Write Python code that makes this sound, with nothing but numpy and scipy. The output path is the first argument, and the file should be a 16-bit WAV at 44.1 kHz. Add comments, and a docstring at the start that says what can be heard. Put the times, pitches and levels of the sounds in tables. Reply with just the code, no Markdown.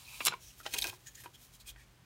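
"""A sticky note peels off a card, close up: the glue fizzes, its last strands snap, the freed paper flaps.
The card is tapped, then slides over a paper mat with a friction hiss, a catching edge and light knocks.
Fingers brush the paper and hands push softly on the table.
Behind it, a small room with faint rumble, hiss and appliance hum."""
import sys
import numpy as np
from scipy import signal
from scipy.fft import rfft, irfft
from scipy.io import wavfile

SR = 44100
rng = np.random.default_rng(int(sys.argv[2]) if len(sys.argv) > 2 else 0)


def int16_out(signal):
    """Quantize to a 16-bit WAV file."""
    q = np.round(np.clip(np.atleast_2d(signal).T, -1, 1) * 32767)
    wavfile.write(sys.argv[1], SR, q.astype(np.int16))


N = 90404
T = np.arange(N) / SR
HZ = np.fft.rfftfreq(4096, 1 / SR)

# resonances of the note and of the card on the mat: f/Hz, gain/dB
NOTE_RESONANCES = [(1415, 3.5), (2240, 6), (2380, 6.5), (2510, -2), (2810, 6), (3115, 4.5), (3500, 6.5),
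                   (3985, 7), (4617, 7), (5327, 5), (6675, 6.5), (7348, 6), (9300, 6)]
CARD_RESONANCES = [(370, 3), (790, 12), (970, 10), (1610, 10), (2500, 11), (3230, 5.5), (4350, 0.5),
                   (5240, 3.5), (6430, 5), (8450, 4.5), (9400, 3), (12300, 5)]
NOTE_Q, CARD_Q = 29.4, 16
# struck card spectrum: f/Hz, level/dB
CARD_SPECTRUM = [(120, -14), (220, -20), (320, 1.5), (600, -3.5), (900, -3.5), (1200, -2), (1500, -1.5),
                 (2500, -4), (8000, -4.5), (16000, 5)]


def amp(db):
    """dB to gain."""
    return 10 ** (np.asarray(db) / 20)


def unit(x):
    """Scale to rms 1."""
    return x / np.sqrt(np.mean(x ** 2) + 1e-20)


def curve(points, hz=HZ):
    """Interpolate over log frequency."""
    f, value = np.transpose(points)
    return np.interp(np.log(hz + 1), np.log(f + 1), value)


def level(points):
    """Gain along a level curve, silent outside it."""
    t_s, db = np.transpose(points)
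    return amp(np.interp(T, t_s, db, left=-np.inf, right=-np.inf))


def add(mix, at_s, sound):
    """Mix a sound in at at_s."""
    part = mix[max(round(at_s * SR), 0):][:len(sound)]
    part += sound[:len(part)]


def response(db):
    """Minimum-phase impulse response of a spectrum, energy 1."""
    cepstrum = np.fft.irfft(np.log(amp(np.maximum(db, db.max() - 90))))
    half = len(cepstrum) // 2
    cepstrum[1:half] *= 2
    cepstrum[half + 1:] = 0
    impulse = irfft(np.exp(rfft(cepstrum)))[:half]
    return impulse / np.linalg.norm(impulse)


def ring(hz, db, q):
    """One resonance as a bump in dB; taller means wider skirts."""
    return db / (1 + (2 * q * (HZ / hz - 1)) ** 2 * 10 / (abs(db) + 3.0))


def body(modes, q):
    """All resonances of a sheet, in dB."""
    return sum(ring(hz, db, q) for hz, db in modes)


def grains(size, per_s, spread_db, smooth):
    """Tiny slips of uneven strength over smooth hiss, rms 1."""
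    occurs = rng.random(size) < per_s / SR
    strength = amp(spread_db * np.minimum(rng.exponential(1, size), 4))
    slips = occurs * strength * rng.choice([-1., 1.], size)
    return unit(unit(slips) + smooth * rng.standard_normal(size))


def excite(drive, envelope, colour_db):
    """A shaped drive rings the paper; output energy equals the envelope's."""
    out = signal.fftconvolve(drive * envelope, response(colour_db))
    return out * np.linalg.norm(envelope) / (np.linalg.norm(out) + 1e-20)


def taps(rows, sheet_db):
    """A sheet buckles or lands: short low-passed bursts, each with its own peak or dip."""
    out, t = np.zeros(N), np.arange(SR // 8) / SR
    for at_s, rise_s, decay_s, db, ring_hz, ring_db, cutoff_hz in rows:
        envelope = np.minimum(t / rise_s, 1) * np.exp(-np.maximum(t - rise_s, 0) / decay_s)
        rolloff_db = 10 * np.log10(1 + (HZ / cutoff_hz) ** 7.4)
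        colour_db = sheet_db + ring(ring_hz, ring_db, q=6) - rolloff_db
        crinkle = grains(len(t), per_s=4000, spread_db=1.5, smooth=0.87)
        add(out, at_s, amp(db) * excite(crinkle, envelope, colour_db))
    return out


def peel():
    """Glue fizzes as it parts; its last strands snap, each scattering through the note."""
    fizz_levels = [(0, -54), (.05, -59.5), (.085, -56.5), (.14, -50.5), (.19, -51.5), (.245, -45.5),
                   (.258, -36.5), (.262, -28.5), (.272, -32), (.288, -57), (.30, -79)]  # t/s, level/dB
    fizz_spectrum = [(200, -9.5), (600, -12), (980, 2.5), (1800, -11.5), (2500, 2.5), (3300, -2),
                     (4100, -0.5), (7000, -3.5), (9500, -2.5), (13000, -4.5), (16000, -5.5)]  # f/Hz, level/dB
    strand_snaps = [(.2522, -10), (.2536, -21), (.2595, -12.5), (.2604, -17.5), (.2609, -20), (.2624, -16),
                    (.265, -16), (.267, -16), (.2685, -17.5), (.2697, -13), (.2701, -13), (.2712, -20),
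                    (.2718, -16)]  # t/s, peak/dB
    snap_spectrum = [(150, -45), (600, -24), (1200, -19), (1800, -56), (2400, 4), (4500, 3), (8000, 6),
                     (9500, 8), (12000, 10.5), (14500, 2), (16000, -6.5)]  # f/Hz, level/dB
    scatter_db, scatter_s = -10, 0.00036
    note_db = body(NOTE_RESONANCES, NOTE_Q)
    fizz = grains(N, per_s=3600, spread_db=2.5, smooth=1.0) * level(fizz_levels)
    out = signal.fftconvolve(fizz, response(curve(fizz_spectrum) + note_db))[:N]
    snap_response = response(curve(snap_spectrum) + note_db)
    t = np.arange(SR // 100) / SR
    for at_s, db in strand_snaps:
        scatter = amp(scatter_db) * rng.standard_normal(len(t)) * np.exp(-t / scatter_s)
        snap = signal.fftconvolve((t == 0) + scatter, snap_response)
        add(out, at_s, -amp(db) * snap / abs(snap).max())
    return out


def room_tone():
    """Low rumble, faint hiss and appliance hum."""
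    air_spectrum = [(20, -36), (33, -19), (47, 9), (65, 2), (120, 0), (180, -5.5), (280, -10), (500, -14.5),
                    (1000, -15), (2000, -16), (5000, -22.5), (10000, -29.5), (16000, -33)]  # f/Hz, level/dB
    hum_tones = [(48.6, -79), (97, -77.5), (124, -69.5)]  # f/Hz, level/dB
    air_db = -64
    air_gain = amp(curve(air_spectrum, np.fft.rfftfreq(N, 1 / SR)))
    air = irfft(rfft(rng.standard_normal(N)) * air_gain, N)
    hum = sum(amp(db) * np.sqrt(2) * np.sin(2 * np.pi * (hz * T + rng.random())) for hz, db in hum_tones)
    return amp(air_db) * unit(air) + hum


def finger_rubs():
    """The hand rustles on paper; each stroke is coloured by its patch and the hollow under the hand."""
    rustle_levels = [(.33, -57.5), (.38, -68.5), (.45, -64.5), (.54, -62.5), (.63, -71), (1.0, -66),
                     (1.12, -64.5), (1.2, -67), (1.3, -69.5), (1.5, -68.5), (1.64, -73), (1.8, -78),
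                     (1.88, -74), (2.05, -77)]  # t/s, level/dB
    skin_spectrum = [(200, -17), (1400, -15.5), (2050, -10.5), (2600, -3.5), (4000, -2), (5200, -3.5),
                     (6500, -1), (9000, -4.5), (12500, -6), (16000, -5)]  # f/Hz, level/dB
    strokes = [(0.435, 0.029, -55.5, 5900, 8), (0.485, 0.036, -56, 5870, 13.5),
               (0.599, 0.024, -56, 12000, 8), (.02, 0.018, -58.5, 4020, 17),
               (0.089, 0.033, -53.5, 2500, 21), (0.146, 0.017, -51.5, 2430, 29),
               (1.08, 0.015, -50, 6735, 17), (1.076, 0.018, -54, 1806, 28.5),
               (1.155, 0.0058, -49, 7010, 12.5), (1.186, 0.029, -55, 1814, 24),
               (1.213, 0.019, -54, 11800, 10), (1.351, 0.013, -55, 3280, 15.5),
               (1.433, 0.045, -59, 11600, 6.5), (1.548, 0.022, -57.5, 3940, 2),
               (1.611, 0.014, -55.5, 4250, 11), (1.677, 0.012, -50.5, 8300, 9),
               (1.682, 0.022, -54.5, 2430, 17), (1.694, 0.017, -46.5, 3310, 11.5),
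               (1.80, 0.035, -62, 1840, 33), (1.815, .035, -66, 2290, 21.5)]  # peak t/s, half-length/s, level/dB, ring f/Hz, ring gain/dB
    ripple_hz, ripple_db = 1753, 1  # echo between hand and table
    hollow_db = ripple_db * np.cos(2 * np.pi * HZ / ripple_hz)
    paper_db = curve(skin_spectrum) + 0.4 * body(CARD_RESONANCES, CARD_Q)
    rustle = grains(N, per_s=1400, spread_db=0.5, smooth=0.46) * level(rustle_levels)
    out = signal.fftconvolve(rustle, response(paper_db))[:N]
    friction = grains(N, per_s=4000, spread_db=2.0, smooth=0.61)
    for peak_s, half_s, db, ring_hz, ring_db in strokes:
        swell = np.exp(-np.arange(-3, 3, 1 / (half_s * SR)) ** 2)
        drive = np.roll(friction, -round(peak_s * SR))[:len(swell)]
        colour_db = paper_db + hollow_db + ring(ring_hz, ring_db, q=8)
        add(out, peak_s - len(swell) / 2 / SR, amp(db) * excite(drive, swell, colour_db))
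    return out


def note_flaps():
    """The note flexes and flaps as it comes free."""
    flaps = [(.205, 0.00025, 0.0061, -29.5, 2360, 7, 2700), (.2675, 0.0027, 0.0043, -24, 1230, 2.5, 4000),
             (.277, 0.0023, 0.0042, -26, 890, -20, 4730), (.2808, 0.002, 0.0021, -21.5, 3226, 2, 6060),
             (.307, 0.0055, 0.0053, -43, 940, 15, 3170), (.322, 0.00025, 0.007, -34.5, 1420, 15.5, 2750),
             (.3355, 0.0018, 0.0056, -34, 1015, 14, 2490)]  # t/s, rise/s, decay/s, level/dB, ring f/Hz, ring gain/dB, cutoff/Hz
    note_spectrum = [(80, -34), (180, -10.5), (460, -6), (570, -9), (760, -5.5), (1100, 0.5), (1500, -5),
                     (1900, -8), (2400, -1.5), (4000, -4), (8000, -2), (16000, -2)]  # f/Hz, level/dB
    return taps(flaps, curve(note_spectrum) + body(NOTE_RESONANCES, NOTE_Q))


def table_thuds():
    """The table gives under the hands: swells of low narrow-band noise."""
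    pushes = [(0.295, 0.012, -52, 172), (0.444, 0.082, -61, 47.8), (0.82, 0.1, -61.5, 53),
              (0.897, 0.017, -54.5, 116), (1.715, 0.067, -57.5, 50)]  # peak t/s, half-length/s, level/dB, f/Hz
    out = np.zeros(N)
    for peak_s, half_s, db, hz in pushes:
        band = 1 / (1 + (np.fft.rfftfreq(N, 1 / SR) / hz - 1) ** 4 * 400)
        rumble = irfft(rfft(rng.standard_normal(N)) * band, N)
        swell = np.exp(-((T - peak_s) / half_s) ** 2)
        out += amp(db) * unit(rumble * swell) * np.sqrt(np.mean(swell ** 2))
    return out


def card_touches():
    """Taps ring the card while it is held in the air."""
    touches = [(.597, 0.0063, 0.0074, -49, 1340, 22, 5200), (0.5, 0.006, 0.0075, -60, 2760, 23, 7500),
               (.652, 0.0053, 0.0047, -42.5, 500, 11, 5900), (.662, 0.0019, 0.0061, -32, 800, 3, 5600)]  # t/s, rise/s, decay/s, level/dB, ring f/Hz, ring gain/dB, cutoff/Hz
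    held_resonances = [(456, 5.5), (636, 11), (797, 11), (1380, 8), (1905, 16), (2420, 5), (2760, 6),
                       (3060, 7), (3900, 5.5)]  # f/Hz, gain/dB
    return taps(touches, curve(CARD_SPECTRUM) + body(held_resonances, q=17))


def card_slide():
    """The card hisses over the mat under uneven pressure."""
    slide_levels = [(.63, -60.5), (.65, -52), (.69, -55), (.705, -51), (.733, -43.5), (.757, -50.5),
                    (.78, -41), (.808, -49), (.835, -40.5), (.855, -44), (.897, -41), (.906, -56.5),
                    (.955, -55.5), (.975, -70)]  # t/s, level/dB
    mat_spectrum = [(150, -6), (400, 0.5), (1200, -17), (2000, -1), (2600, -2.5), (4000, 3.5), (6500, -1),
                    (9500, -2), (13000, -6), (16000, 1)]  # f/Hz, level/dB
    pressure_hz, pressure_db = 220.3, 2.5
    wander = np.interp(T * pressure_hz, np.arange(N), rng.standard_normal(N))
    pressure = unit(amp(pressure_db * wander))
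    hiss = grains(N, per_s=4100, spread_db=3.0, smooth=1.0) * level(slide_levels) * pressure
    return signal.fftconvolve(hiss, response(curve(mat_spectrum) + body(CARD_RESONANCES, CARD_Q)))[:N]


def paper_scrapes():
    """The sliding card's edge sticks and slips; the last scrape is a finger stroke's sharp start."""
    scrapes = [(0.735, .002, -43, 6000, 18), (0.7381, 0.0071, -31.5, 2170, 7.5),
               (0.7485, 0.0015, -34.5, 6000, 0), (0.764, 0.004, -38, 2750, 19),
               (0.783, 0.0047, -36.5, 8540, 15), (0.785, 0.005, -29.5, 2700, 1.5),
               (0.802, 0.00053, -40, 4400, 15), (0.814, 0.0008, -34, 11000, 23),
               (.821, 0.0073, -30, 3710, 14), (0.8418, 0.0019, -27.5, 2410, 12.5),
               (0.8518, 0.0021, -35, 2620, 16), (0.8694, 0.0013, -34.5, 5300, 11),
               (0.898, 0.0023, -38, 2510, 9), (1.0693, 0.0033, -49, 6640, 14)]  # t/s, length/s, level/dB, ring f/Hz, ring gain/dB
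    scrape_spectrum = [(150, -9), (600, -7.5), (1250, -21.5), (2000, -3), (2500, -1), (4300, 3.5),
                       (5000, -1.5), (6300, 1), (8500, -5), (12000, -5.5), (16000, -8)]  # f/Hz, level/dB
    chatter_hz, chatter_depth = 296, 0.64
    rise_s, decay_s = 0.00047, 0.0016
    paper_db = curve(scrape_spectrum) + body(CARD_RESONANCES, CARD_Q)
    out, t = np.zeros(N), np.arange(SR // 25) / SR
    chatter = unit(1 + chatter_depth * np.cos(2 * np.pi * chatter_hz * (t - rise_s)))
    for at_s, length_s, db, ring_hz, ring_db in scrapes:
        envelope = chatter * np.minimum(t / rise_s, 1) * np.exp(-np.maximum(t - length_s, 0) / decay_s)
        friction = grains(len(t), per_s=4000, spread_db=0, smooth=0.63)
        add(out, at_s, amp(db) * excite(friction, envelope, paper_db + ring(ring_hz, ring_db, q=6.5)))
    return out


def card_knocks():
    """The card knocks on the mat and rings briefly."""
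    knocks = [(.74, 0.004, 0.016, -42, 424, 16, 2280), (.8422, 0.00039, 0.0068, -36, 1520, 6.5, 1970),
              (.845, 0.0113, 0.01, -44, 387, 8, 1160), (.872, 0.011, 0.015, -49, 343, -3, 1860),
              (.925, 0.0068, 0.0059, -48, 1020, 17, 1490), (1.2364, 0.00059, 0.016, -48.5, 1736, 10, 10200),
              (1.258, 0.00051, 0.0047, -44.5, 2880, 7, 3370), (1.258, 0.0023, 0.0036, -42.5, 986, 16, 1670),
              (1.7605, 0.00075, 0.002, -50, 2240, 13, 3440)]  # t/s, rise/s, decay/s, level/dB, ring f/Hz, ring gain/dB, cutoff/Hz
    return taps(knocks, curve(CARD_SPECTRUM) + body(CARD_RESONANCES, CARD_Q))


def room(x):
    """Bounces off the table and things on it, plus a small room's short tail."""
    bounces = [(.0013, -22), (.0031, -21), (0.012, -27.5)]  # delay/s, gain/dB
    decay_times = [(150, 0.46), (1000, 0.15), (4000, 0.2), (9000, 0.11), (16000, 0.097)]  # f/Hz, T60/s
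    tail_delay_s, tail_db = 0.004, -15
    hz, t, noise = signal.stft(rng.standard_normal(SR // 2), SR, nperseg=256)
    decay = amp(-60 * t / curve(decay_times, hz)[:, None])
    tail = signal.istft(noise * decay, SR)[1]
    out = x.copy()
    add(out, tail_delay_s, amp(tail_db) * signal.fftconvolve(x, tail / np.linalg.norm(tail)))
    for delay_s, db in bounces:
        add(out, delay_s, amp(db) * x)
    return out


def scene():
    """Paper sounds in the room, over table thuds and room tone; mono."""
    note = peel() + note_flaps()
    handling = card_touches() + card_slide() + paper_scrapes() + card_knocks() + finger_rubs()
    return (room(note + handling) + table_thuds() + room_tone())[None]


def record(dry):
    """Low-pass band limit."""
    cutoff_hz = 15850
    lowpass = signal.firwin(401, cutoff_hz, window=("kaiser", 8), fs=SR)
    return signal.oaconvolve(dry, lowpass[None], "same")


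dry = scene()
out = record(dry)
int16_out(out)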